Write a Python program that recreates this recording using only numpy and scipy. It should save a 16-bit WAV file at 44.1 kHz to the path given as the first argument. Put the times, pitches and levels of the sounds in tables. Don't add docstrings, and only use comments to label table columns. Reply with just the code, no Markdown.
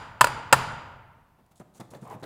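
import sys
import numpy as np
from scipy import signal
from scipy.fft import rfft, irfft
from scipy.io import wavfile
from scipy.ndimage import uniform_filter1d

SR = 44100
rng = np.random.default_rng(int(sys.argv[2]) if len(sys.argv) > 2 else 0)


def natural_amplitude(level_db):
    exponent = np.asarray(level_db, float) / 20
    return 10 ** exponent


def bounce(signal):
    frames = np.transpose(np.atleast_2d(signal))
    limited = np.clip(frames, -1, 1)
    pcm = np.round(limited * 32767).astype(np.int16)
    wavfile.write(sys.argv[1], SR, pcm)


N = 99225
LEAD = 8820

# (frequency [Hz], level [dB])
FLOOR_SPECTRUM = [(18, -36.5), (30, -1.5), (204, -3.5), (486, -19.5), (684, -11), (1130, -14.5),
                  (1220, -22), (7270, -36), (16000, -33)]

# (frequency [Hz], t60 [s])
HALL_T60 = [(60, 2.1), (160, 1.2), (420, 1.21), (1100, 1.176), (2900, 1.04), (5000, 0.69), (8000, .65),
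            (15000, 0.2)]
# (frequency [Hz], level [dB])
HALL_SPECTRUM = [(40, -11.5), (140, -7.5), (330, -16.5), (600, -10), (1200, -7), (3500, -21), (9000, -30),
                 (15500, -32.5)]
# (frequency [Hz], width [Hz], level [dB])
HALL_RESONANCES = [(136.6, 12, 11.5), (930, 88, 8), (1397, 100, 5.5), (2940, 300, 2), (4820, 220, 8.5),
                   (7100, 200, 7.5)]

# (time [s], length [s], level [dB])
RUBS = [(1.51, .015, -73), (1.555, 0.029, -65), (1.595, 0.011, -60), (1.745, 0.04, -62),
        (1.797, 0.011, -54), (1.82, 0.018, -76.5), (1.903, .014, -57), (1.93, 0.043, -67.5),
        (2.01, 0.043, -65.5), (2.106, 0.046, -68.5), (2.195, 0.016, -74), (2.228, .03, -64)]
# (time [s], length [s], level [dB], brightness [dB/octave])
SCRAPES = [(1.386, 0.017, -58.5, 1), (1.512, 0.0056, -60.5, 4.5), (1.598, .018, -44.5, -0.5),
           (1.748, .04, -60.5, 1.5), (1.796, 0.019, -41.5, 0.5), (1.825, 0.018, -55.5, 1.5),
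           (1.911, 0.064, -48, -2.5), (1.934, 0.0219, -45, 2), (1.965, 0.017, -64, 2.5),
           (2.02, 0.015, -41.5, -1.5), (2.138, 0.032, -43, -4.5), (2.225, 0.032, -39.5, 1.5)]
# (time [s], length [s], level [dB])
SLIDES = [
    (1.917, 0.035, -56.5),
    (2.05, 0.0484, -47.5),
    (2.102, 0.046, -42),
]
CLICK_TIMES = [1.462, 1.738, 1.746, 1.851, 2.074, 2.099, 2.198, 2.214]
CLICK_LEVELS = [-69, -63.5, -67, -70.5, -59.5, -56, -66, -70]
TICK_TIMES = [1.515, 1.601, 1.806, 1.946, 2.021, 2.23, 2.238]
TICK_LEVELS = [-72, -72, -52, -53.5, -70, -46, -46]
# (frequency [Hz], level [dB])
GRIT_SPECTRUM = [(2000, -18), (3500, -5), (5000, -6.5), (7000, -1), (10000, -3), (12000, -11.5),
                 (15500, -12.5)]
DRAG_SPECTRUM = [(60, -23.5), (135, 10), (300, 0), (700, -2), (1050, -8), (1500, -15), (2500, -23.5),
                 (5000, -40)]
SLIDE_SPECTRUM = [(100, 6), (200, -10), (400, -3), (700, 1), (1050, 0.5), (1400, -15.5), (2500, -19.5),
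                  (5000, -35.5)]
TICK_SPECTRUM = [(800, -4), (1800, 11.5), (2600, -6), (3800, 9), (5200, -2.5), (6500, -5), (10000, -10),
                 (15000, -30)]

BLOW_TIMES = [
    -.11,
    .2097,
    .2427,
    .2697,
    .5264,
    .534,
]
# (strength [dB], chatter [s], brightness [dB/octave], hall share [dB], wall thud [dB])
BLOWS = [(-9.5, .006, -1, -0.5, -4.5), (-6.5, 0.0071, 0, 3, 3.5), (-11, 0.004, -.5, -8.5, 1),
         (-23, .004, -1.3, 1.5, -5.5), (-6, 0.0067, 1, 2.5, 4), (-14.5, .01, -0.87, 6, 4)]
# (frequency [Hz], level [dB], t60 [s])
ROD_MODES = [(557, -15.5, 0.021), (668, -14.5, 0.034), (846, -7, 0.017), (982, -2, 0.031),
             (1155, -4.5, 0.018), (1325, -0.5, 0.02), (1452, -3.5, .018), (1770, -13.5, 0.036),
             (2200, -18.5, 0.0069), (2660, -18.5, 0.024), (3170, -23, 0.0095)]
# (frequency [Hz], level [dB], t60 [s])
WALL_MODES = [(73.5, -32, .15), (132.15, -28, 0.38), (275, -26, .06), (423, -23.5, 0.087)]
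HEAD_HZ = (9540, 10720)
# (level [dB], t60 [s])
HEAD_DECAYS = [(-38.5, 0.19), (-41, 0.27)]
# (frequency [Hz], level [dB])
CRACK_SPECTRUM = [(2000, -10.5), (3000, -1.5), (3800, -0.5), (4800, 5), (6000, -6.5), (7600, 6),
                  (12500, -8.5), (15500, -7)]


def read(points, hz):
    f, value = np.transpose(points)
    return np.interp(np.log(hz + 1), np.log(f + 1), value)


def evened(x):
    return x / np.sqrt(np.mean(x ** 2) + 1e-20)


def add(mix, s, sound):
    part = mix[LEAD + round(s * SR):][:len(sound)]
    part += sound[:len(part)]


def tinted(x, points, tilt_db=0):
    hz = np.fft.rfftfreq(len(x), 1 / SR)
    edge_db = -24 * np.maximum(np.log2(points[0][0] / (hz + 1)), 0)
    db = read(points, hz) + edge_db + tilt_db * np.log2((hz + 30) / 500)
    return irfft(rfft(x) * natural_amplitude(db), len(x))


def head_tilt(k, tilt_db):
    return (2 * k - 1) * tilt_db * 3


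def noise_floor():
    return natural_amplitude(-65) * evened(tinted(rng.standard_normal(N), FLOOR_SPECTRUM))


def hall_tail(colour=1, tilt_db=0):
    rise_s, head_db = 0.0043, 12
    hz, t, z = signal.stft(rng.standard_normal(2 * SR), SR, nperseg=1024)
    db = read(HALL_SPECTRUM, hz) + tilt_db * np.log2(1 + hz / 2000)
    for f, width, top_db in HALL_RESONANCES:
        db = db + top_db * np.exp(-((hz - f) / width) ** 2)
    for k, f in enumerate(HEAD_HZ):
        db = db + (head_db + head_tilt(k, tilt_db)) * (abs(hz - f) < SR / 2048)
    decay_db = -60 * t / read(HALL_T60, hz)[:, None]
    h = signal.istft(z * natural_amplitude(colour * db[:, None] + decay_db), SR, nperseg=1024)[1]
    h = h * (1 - np.exp(-np.arange(len(h)) / SR / rise_s))
    return h / np.sqrt(np.mean(h[:SR // 10] ** 2))


def friction(length, level_db, colour, tilt_db=0, release=.007, grain=1):
    edge_s, grain_db, sway_db = 0.0027, 4, 1
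    t = np.arange(8192) / SR
    noise = rng.standard_normal((8192, 3))
    lumps_db = grain_db * evened(uniform_filter1d(noise[:, 1], size=30))
    lumps_db = lumps_db + sway_db * evened(uniform_filter1d(noise[:, 2], size=250))
    grains = evened(tinted(noise[:, 0] * natural_amplitude(grain * lumps_db), colour, tilt_db))
    rise = np.minimum(t / min(edge_s, length / 2), 1)
    return natural_amplitude(level_db) * rise * np.exp(-np.maximum(t - length, 0) / release) * grains


def handling():
    hands = np.zeros(N + LEAD)
    dull = dict(release=0.0087, grain=0.65)
    click_s, tick_s, tick_release_s = 0.0031, .004, 0.0031
    for s, length, db in RUBS:
        add(hands, s, friction(length, db, GRIT_SPECTRUM))
    for s, length, db, tilt_db in SCRAPES:
        add(hands, s, friction(length, db, DRAG_SPECTRUM, tilt_db, **dull))
    for s, length, db in SLIDES:
        add(hands, s, friction(length, db, SLIDE_SPECTRUM, **dull))
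    for s, db in zip(CLICK_TIMES, CLICK_LEVELS):
        add(hands, s, friction(click_s, db, GRIT_SPECTRUM, release=click_s / 2))
    for s, db in zip(TICK_TIMES, TICK_LEVELS):
        add(hands, s, friction(tick_s, db, TICK_SPECTRUM, release=tick_release_s))
    return hands


def ring(modes, t, rise_s, tilt_db=0):
    total = 0
    for k, (hz, db, t60) in enumerate(modes):
        level = natural_amplitude(db + tilt_db * np.log2(hz / 1000) - 60 * t / t60)
        total = total + (-1) ** k * level * np.sin(2 * np.pi * hz * t)
    return (1 - np.exp(-t / rise_s)) * total


CONTACT_S = 0.00031


def struck_rod(t, chatter_s, tilt_db):
    chatter_per_s, chatter_db, grip_s = 2000, -5, 0.0029
    draw = rng.random((len(t), 2))
    knocks = (draw[:, 0] < chatter_per_s / SR) * (t < chatter_s) * (2 * draw[:, 1] - 1) * natural_amplitude(chatter_db)
    knocks[0] = 1
    rod = signal.fftconvolve(knocks, ring(ROD_MODES, t, CONTACT_S, 0.9 * tilt_db))[:len(t)]
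    swing = np.sqrt(uniform_filter1d(rod ** 2, size=90) + 1e-6)
    grip = np.exp(-np.maximum(t - chatter_s, 0) / grip_s)
    return grip * rod / np.maximum(swing, swing[60] / 4)


def contact_crack(t, chatter_s, tilt_db):
    crack_db, fade_s, grip_s = -8, .012, .0028
    noise = evened(tinted(rng.random(len(t)) - .5, CRACK_SPECTRUM))
    fade = np.exp(-t / fade_s - np.maximum(t - chatter_s, 0) / grip_s)
    return natural_amplitude(crack_db + 2 * tilt_db) * (1 - np.exp(-t / CONTACT_S)) * noise * fade


def hammer_head(t, tilt_db):
    beat_hz, beat_depth = 45, .6
    modes = [(hz, db + head_tilt(k, tilt_db), t60)
             for k, (hz, (db, t60)) in enumerate(zip(HEAD_HZ, HEAD_DECAYS))]
    return ring(modes, t, CONTACT_S) * (1 + beat_depth * np.cos(2 * np.pi * beat_hz * t))


def blow(strength_db, chatter_s, tilt_db, thud_db):
    near_db, near_t60, wall_rise_s = -16, .07, 0.0017
    t = np.arange(SR // 3) / SR
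    rod = struck_rod(t, chatter_s, tilt_db) + contact_crack(t, chatter_s, tilt_db)
    near = natural_amplitude(near_db - 60 * t / near_t60) * rng.standard_normal(len(t)) / np.sqrt(SR / 200)
    near[0] = 1
    rod = signal.fftconvolve(rod, near)[:len(t)]
    thud = ring(WALL_MODES, t, wall_rise_s, -thud_db / 2)
    return natural_amplitude(strength_db) * (rod + hammer_head(t, tilt_db) + thud)


def scene():
    hall_db, hand_wet_db = -27, -12
    hands = handling()
    wet = signal.fftconvolve(hands, hall_tail(colour=0))[:len(hands)] / np.sqrt(SR / 10)
    mix = hands + natural_amplitude(hand_wet_db) * wet
    for s, (db, chatter_s, tilt_db, send_db, thud_db) in zip(BLOW_TIMES, BLOWS):
        add(mix, s, blow(db, chatter_s, tilt_db, thud_db))
        add(mix, s, natural_amplitude(hall_db + db + send_db) * hall_tail(tilt_db=tilt_db))
    return (mix[LEAD:] + noise_floor())[None]


def low_pass(x):
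    return signal.sosfilt(signal.butter(12, 16820, fs=SR, output="sos"), x)


def record(dry):
    ceiling, low_hz, high_hz = .88, 40, 15600
    held = dry / (1 + abs(dry / ceiling) ** 6) ** (1 / 6)
    held = signal.sosfilt(signal.butter(1, low_hz, "high", fs=SR, output="sos"), held)
    held = signal.sosfilt(signal.butter(10, high_hz, fs=SR, output="sos"), held)
    return low_pass(held)


dry = scene()
out = record(dry)
bounce(out)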